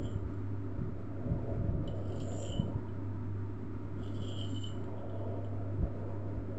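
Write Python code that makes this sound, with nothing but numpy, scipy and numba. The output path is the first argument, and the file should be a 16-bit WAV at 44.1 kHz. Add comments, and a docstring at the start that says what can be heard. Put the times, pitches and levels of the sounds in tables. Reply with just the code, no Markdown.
"""Cowrie shells on a concrete floor

Shells are picked up, slid over polished concrete and set in a row, a metre away. The floor's grain
taps each shell thousands of times a second and excites its two resonances; knocks set the same two
ringing. Fingers and limbs bump softly. A fan hums in the small hard room, and a distant drone
swells and fades."""
import sys
import numpy as np
from scipy import signal
from scipy.fft import rfft, irfft
from scipy.io import wavfile
from numba import njit

SR = 44100
rng = np.random.default_rng(int(sys.argv[2]) if len(sys.argv) > 2 else 0)


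def wav_out(sig):
    """Save sig, one row per channel (or a flat mono array), as 16-bit PCM at SR to the path in sys.argv[1]."""
    wavfile.write(sys.argv[1], SR, np.round(np.clip(np.atleast_2d(sig).T, -1, 1) * 32767).astype(np.int16))


N = 290178
TIME = np.arange(N) / SR
FREQS = np.maximum(np.fft.rfftfreq(N, 1 / SR), 1)


def slides(low_db=-2, high_db=-1.0, grit_db=-0.5, patchy_db=1.7, uneven_db=1.5):
    """Roughness excitation: one train of impacts drives the shell's two modes and a gritty hiss."""
    # spectrum of the grit under the shell: f/Hz, relative level/dB
    grit_spectrum = [(1000, -39.5), (2200, -5.5), (2800, -6), (3500, 9.5), (4700, 7), (6000, -3), (6700, 0),
                     (8200, 2), (9500, -21.5), (11500, -18.5), (15500, -21)]
    # two long slides, one curve each: t/s, relative level/dB of low mode, high mode and grit
    strokes = [
        [(1.94, -74, -88, -80), (1.968, -84, -80, -82), (2.03, -70.5, -88, -75), (2.198, -70.5, -74, -71),
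         (2.208, -53, -69, -63), (2.23, -71.5, -64, -74), (2.41, -64, -54, -71.5), (2.492, -53, -58, -70.5),
         (2.536, -47.5, -66, -78), (2.73, -83, -92.5, -90), (2.75, -86, -90, -91)],
        [(3.97, -77, -95, -90), (4.07, -59.5, -78, -73), (4.116, -72.5, -86.5, -75), (4.31, -49.5, -64.5, -70),
         (4.336, -60, -67, -78), (4.392, -48.5, -73, -67), (4.512, -63, -63.5, -73.5),
         (4.538, -57.5, -68.5, -72), (4.672, -50, -58.5, -72.5), (4.68, -56, -68, -81), (4.82, -82, -90, -94)],
    ]
    # nudges that line a shell up: middle t/s, half length/s, the same three levels/dB
    nudges = [(0.051, 0.063, -64.5, -69, -80), (4.987, 0.023, -74, -92, -88), (5.2, 0.13, -75, -101, -92)]
    taps = asperities(rate=3200, spread_db=2.5, chatter_db=2.45, chatter_rate=260)
    low, high = (unit(shell_ring(taps / np.sqrt(width), hz, width)) for hz, width in grip())
    # the point of contact keeps changing, so bands of the hiss come and go on their own
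    edges_hz = np.geomspace(2000, 16000, 11)
    spectrum = rfft(colour(taps, grit_spectrum))
    bands = (irfft(spectrum * ((FREQS >= lo) & (FREQS < hi)), N)
             for lo, hi in zip(edges_hz, edges_hz[1:]))
    grit = sum(band * undb(patchy_db * walk(25)) for band in bands)
    voices = undb(low_db) * low, undb(high_db) * high, undb(grit_db) * unit(grit)
    gains = np.zeros((3, N))
    for stroke in strokes:
        times, *levels = np.transpose(stroke)
        moving = (TIME >= times[0]) & (TIME <= times[-1])
        gains += [undb(np.interp(TIME, times, db)) * moving for db in levels]
    for middle, half_length, *levels in nudges:
        gains += [swell(middle, half_length, db) for db in levels]
    return sum(voice * gain * undb(uneven_db * walk(35)) for voice, gain in zip(voices, gains))


def knocks(crack_s=0.0063, crack_db=-7, ring_db=-1):
    """Impulse response: a short crack of contact, then the hollow shell's modes decay freely."""
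    # blows on the floor or a neighbour: t/s, relative level/dB of low mode, high mode and crack
    impacts = [(0.059, -49, -51, -65), (.338, -62, -56, -69), (1.875, -36.5, -46.5, -50.5),
               (1.909, -49, -75, -79), (2.16, -73, -41, -68), (2.203, -43, -58, -67),
               (2.319, -58.5, -48, -51.5), (2.365, -58, -58, -57), (2.423, -41, -50, -48.5),
               (2.45, -33, -36.5, -64), (2.521, -34, -67, -71), (2.559, -36.5, -56, -70),
               (2.628, -49.5, -66.5, -71), (2.884, -54, -68, -64), (3.622, -74, -66, -74),
               (4.029, -55, -68, -58), (4.077, -53, -79, -52), (4.227, -56, -50, -55),
               (4.269, -49, -66, -58), (4.311, -50, -55.5, -55), (4.368, -41, -63, -71),
               (4.411, -26, -62, -67), (4.446, -33, -56, -53.5), (4.637, -29, -55, -50.5),
               (4.666, -45, -41, -54), (4.84, -68, -55, -58.5), (5.097, -44, -76, -72),
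               (5.156, -52, -72, -74), (5.215, -54, -78, -78), (5.446, -44, -51.5, -66)]
    # f/Hz, relative level/dB
    crack_spectrum = [(1500, -28), (2500, 3.0), (3200, 17.5), (7800, -12), (9500, -10.5), (15500, -17.5)]
    low, high, envelope = np.zeros((3, N))
    for start, low_db, high_db, contact_db in impacts:
        add(low, start, undb([low_db]))
        add(high, start, undb([high_db]))
        add(envelope, start, undb(contact_db) * np.exp(-TIME[:SR // 10] / crack_s))
    # a narrow mode spreads the blow over a longer time, so it takes a stronger one for the same peak
    rings = sum(shell_ring(blows * SR / (2 * width), hz, width)
                for blows, (hz, width) in zip((low, high), grip()))
    grit = colour(rng.standard_normal(N), crack_spectrum)
    return undb(ring_db) * rings + undb(crack_db) * envelope * grit


def rasp():
    """Friction noise: pressed hardest, the rim catches finely and excites a bright resonance."""
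    catches = asperities(rate=2500, spread_db=0, chatter_db=1.0, chatter_rate=200)
    return swell(middle=2.42, half_length=0.047, db=-70.5) * resonate(catches, hz=5730, width=740)


def asperities(rate, spread_db, chatter_db, chatter_rate):
    """Stick-slip: about `rate` random impacts a second, stronger and weaker as the shell catches."""
    taps = np.zeros(N)
    hit = rng.random(N) < rate / SR
    push, size = rng.standard_normal((2, N))[:, hit]
    taps[hit] = push * undb(spread_db * size + chatter_db * walk(chatter_rate)[hit])
    return taps


def shell_ring(taps, hz, width):
    """Resonators in cascade: three closely tuned ones give a shell mode its steep-sided peak."""
    ring = bandpass(taps, hz, width)
    for side in (-1, 1):
        ring = bandpass(ring, hz + side * width * np.sqrt(3) / 4, width / 2)
    return ring


def grip(free_hz=3005, free_width_hz=155, pinched_width_hz=620, pinch_s=0.12):
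    """Contact damping: a pinch shifts and widens the low mode; the high one changes with each hold."""
    # holds: taken t/s, let go t/s, easing time/s, pinched low mode f/Hz, high mode f/Hz, its width/Hz
    holds = [(-.1, 0.246, 0.3, 3240, 7280, 252), (1.93, 2.546, 0.096, 2976, 7270, 673),
             (3.9, 4.583, .45, 3180, 7310, 294), (4.84, 5.8, 0.71, 3150, 7300, 485)]
    low_hz, low_width, high_hz, high_width = np.outer(
        [free_hz, free_width_hz, *holds[0][-2:]], np.ones(N))
    for taken, let_go, ease, pinched_hz, hz, width in holds:
        pinch = np.clip(np.minimum((TIME - taken) / pinch_s, (let_go - TIME) / ease), 0, 1)
        low_hz += pinch * (pinched_hz - free_hz)
        low_width += pinch * (pinched_width_hz - free_width_hz)
        high_hz[TIME > taken], high_width[TIME > taken] = hz, width
    return (low_hz, low_width), (high_hz, high_width)


def bumps(rumble_db=3):
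    """Soft impact: yielding flesh gives brief low-frequency pulses; a rumble follows the movement."""
    # bumps of hand and limbs: t/s, envelope peak level/dB, f/Hz, Gaussian half length/s
    pulses = [(.16, -26.5, 90, 0.0031), (.255, -35, 70, 0.021), (.819, -21, 129, 0.0015),
              (1.318, -29, 105, 0.0063), (1.338, -25, 161, 0.0016), (1.648, -31, 155, 0.007),
              (1.71, -27.5, 69.6, 0.0023), (2.599, -15.5, 146, 0.0025), (2.655, -36, 142, 0.0095),
              (2.76, -25.5, 109, 0.0042), (5.811, -30.5, 70.5, 0.009), (5.843, -24, 52, 0.0079),
              (6.384, -35, 60, 0.015)]
    # shifts of the body: middle t/s, half length/s, relative level/dB
    shifts = [(.02, 0.06, -41.5), (.84, 0.063, -43), (1.34, 0.066, -37), (1.72, 0.15, -36.5),
              (2.2, 0.18, -49.5), (2.62, 0.092, -39), (3.8, 0.084, -51.5), (5.83, .03, -34.5)]
    # spectrum of their rumble: f/Hz, relative level/dB
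    rumble_spectrum = [(15, -21.5), (30, 1), (55, 3), (120, 4.5), (165, 1.5), (230, -10.5), (330, -6.5),
                       (600, -43.5), (2000, -92.5)]
    thuds = np.zeros(N)
    t = np.arange(-SR // 20, SR // 20) / SR
    for middle, db, hz, half_length in pulses:
        envelope = undb(db) * np.exp(-.5 * (t / half_length) ** 2)
        add(thuds, middle + t[0], envelope * np.cos(2 * np.pi * (hz * t + rng.random())))
    rumble = colour(rng.standard_normal(N), rumble_spectrum)
    return thuds + undb(rumble_db) * swells(shifts, rest_db=-64) * rumble


def fan(air_db=-45, flutter_db=0.75, waver_db=1.85):
    """Forced vibration: the motor hums at twice the mains frequency; moving air excites room modes."""
    # partials of the motor hum: f/Hz, rms level/dB
    partials = [(99.74, -41), (299.2, -60.5)]
    # spectrum of the air noise: f/Hz, relative level/dB
    air_spectrum = [(20, -0.5), (60, 0), (150, -1.5), (270, 1.5), (410, -4), (490, -23), (620, -16.5),
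                    (790, -24), (1400, -20), (1600, -25), (2200, -30.5), (3000, -39), (6200, -49.5),
                    (7700, -48.5), (9700, -65.5), (15500, -67.5)]
    # room modes, each swelling and sinking on its own: f/Hz, width/Hz, level/dB
    room_modes = [(246.7, 14, -54.5), (281, 20, -55), (370, 12, -58.5), (930, 140, -66), (1186, 130, -71.5),
                  (1309, 200, -67.5)]
    hum = sum(np.sqrt(2) * undb(db) * np.sin(2 * np.pi * (hz * TIME + rng.random()))
              for hz, db in partials)
    air = undb(air_db + flutter_db * walk(20)) * colour(rng.standard_normal(N), air_spectrum)
    modes = sum(undb(db + 1.6 * walk(9.3)) * resonate(rng.standard_normal(N), hz, width)
                for hz, width, db in room_modes)
    return hum * undb(waver_db * walk(6.8)) + air + modes


def drone(width_hz=280.0, flicker_db=1.5, rush_flicker_db=2):
    """Narrow-band noise: a dull far-off drone wanders in pitch, with a fitful hollow rush above it."""
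    # course of the drone: t/s, level/dB, centre f/Hz
    course = [(0.0, -48.5, 540), (0.38, -63.5, 622), (0.6, -59.5, 548), (1.54, -49.5, 585),
              (2.67, -47.5, 576), (2.84, -59, 586), (3.11, -57, 600), (3.22, -65, 660), (4.16, -57.5, 567),
              (4.29, -50.5, 598), (4.65, -61.5, 574), (4.84, -51.5, 657), (5.3, -46.5, 584),
              (5.66, -51, 653), (5.81, -58.5, 570), (5.83, -47.5, 568), (6.41, -54.5, 564),
              (6.58, -49.5, 573)]
    # its spectrum ahead of the moving band: f/Hz, relative level/dB
    drone_spectrum = [(150, -46), (400, 5.5), (470, 0.5), (512, 2), (535, -5.5), (558, 7.5), (590, -1.5),
                      (680, 1.5), (740, -8.5), (850, -14.5), (1150, -26), (3000, -94)]
    # swells of the rush: middle t/s, half length/s, level/dB
    rush_swells = [(1.4, 0.024, -56), (2.7, 0.16, -57.5), (4.93, 0.089, -55.5), (5.25, 0.12, -62),
                   (6.15, 0.18, -61)]
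    times, db, hz = np.transpose(course)
    noise = colour(rng.standard_normal(N), drone_spectrum)
    body = unit(bandpass(noise, np.interp(TIME, times, hz), np.full(N, width_hz)))
    rush = resonate(rng.standard_normal(N), hz=935, width=110) * undb(rush_flicker_db * walk(16))
    body_gain = undb(np.interp(TIME, times, db) + flicker_db * walk(14))
    return body_gain * body + swells(rush_swells, rest_db=-72.5) * rush


def room(x, t60_s=0.26, build_s=0.0018, tail_db=-2.5):
    """Reverberation: bare walls add a short diffuse tail that decays exponentially."""
    t = TIME[:SR // 2]
    envelope = np.exp(-np.log(1000) * t / t60_s) * (1 - np.exp(-t / build_s))
    tail = rng.standard_normal(len(t)) * envelope
    return x + undb(tail_db) * signal.fftconvolve(x, tail / np.linalg.norm(tail))[:N]


@njit
def bandpass(x, hz, width):
    """Second-order resonator (state-variable) of moving centre and width; gain 1 at the centre."""
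    y, band_state, low_state = np.zeros(len(x)), 0., 0.
    for i in range(len(x)):
        if abs(x[i]) + abs(band_state) + abs(low_state) > 1e-14:  # at rest there is nothing to ring
            tuning, damping = np.tan(np.pi * hz[i] / SR), width[i] / hz[i]
            band = (band_state + tuning * (x[i] - low_state)) / (1 + tuning * (tuning + damping))
            band_state = 2 * band - band_state
            low_state += 2 * tuning * band
            y[i] = damping * band
    return y


def resonate(x, hz, width):
    """Zero-phase resonance, its magnitude squared for steep skirts; rms 1."""
    detuning = hz / width * (FREQS / hz - hz / FREQS)
    return unit(irfft(rfft(x) / (1 + detuning ** 2), N))


def colour(x, points):
    """Spectral shaping by a curve of (f/Hz, level/dB) points; rms 1."""
    hz, db = np.transpose(points)
    response = undb(np.interp(np.log(FREQS), np.log(hz), db))
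    return unit(irfft(rfft(x) * response, N))


def walk(rate):
    """Random modulation: straight lines through `rate` random values a second; rms 1."""
    knots = rng.standard_normal(4096)
    return unit(np.interp(TIME * rate, np.arange(len(knots)), knots))


def swell(middle, half_length, db):
    """Gaussian envelope: a bell-shaped rise and fall of gain, with times in seconds."""
    return undb(db) * np.exp(-.5 * ((TIME - middle) / half_length) ** 2)


def swells(rows, rest_db):
    """Incoherent addition: the gain of swells and a resting level whose powers add."""
    return np.sqrt(undb(rest_db) ** 2 + sum(swell(*row) ** 2 for row in rows))


def add(out, start, sound):
    """Superpose a short sound at `start` seconds."""
    i = max(int(start * SR), 0)
    out[i:i + len(sound)] += sound[:N - i]


def undb(db):
    """Decibels to amplitude ratio."""
    return np.exp(np.asarray(db) * np.log(10) / 20)


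def unit(x):
    """Normalise to rms 1."""
    return x / np.sqrt(np.mean(x ** 2))


def scene():
    """Superposition: the reverberant shells over bumps, fan and drone, in one channel."""
    shells = room(slides() + rasp() + knocks())
    return (shells + bumps() + fan() + drone())[None]


def record(dry, top_hz=15700, offset=0.0076):
    """Band limiting: a steep low-pass cuts the top, and the converter rests slightly off zero."""
    lowpass = signal.ellip(8, .2, 70, top_hz, fs=SR, output="sos")
    return signal.sosfilt(lowpass, dry) + offset


dry = scene()
out = record(dry)
wav_out(out)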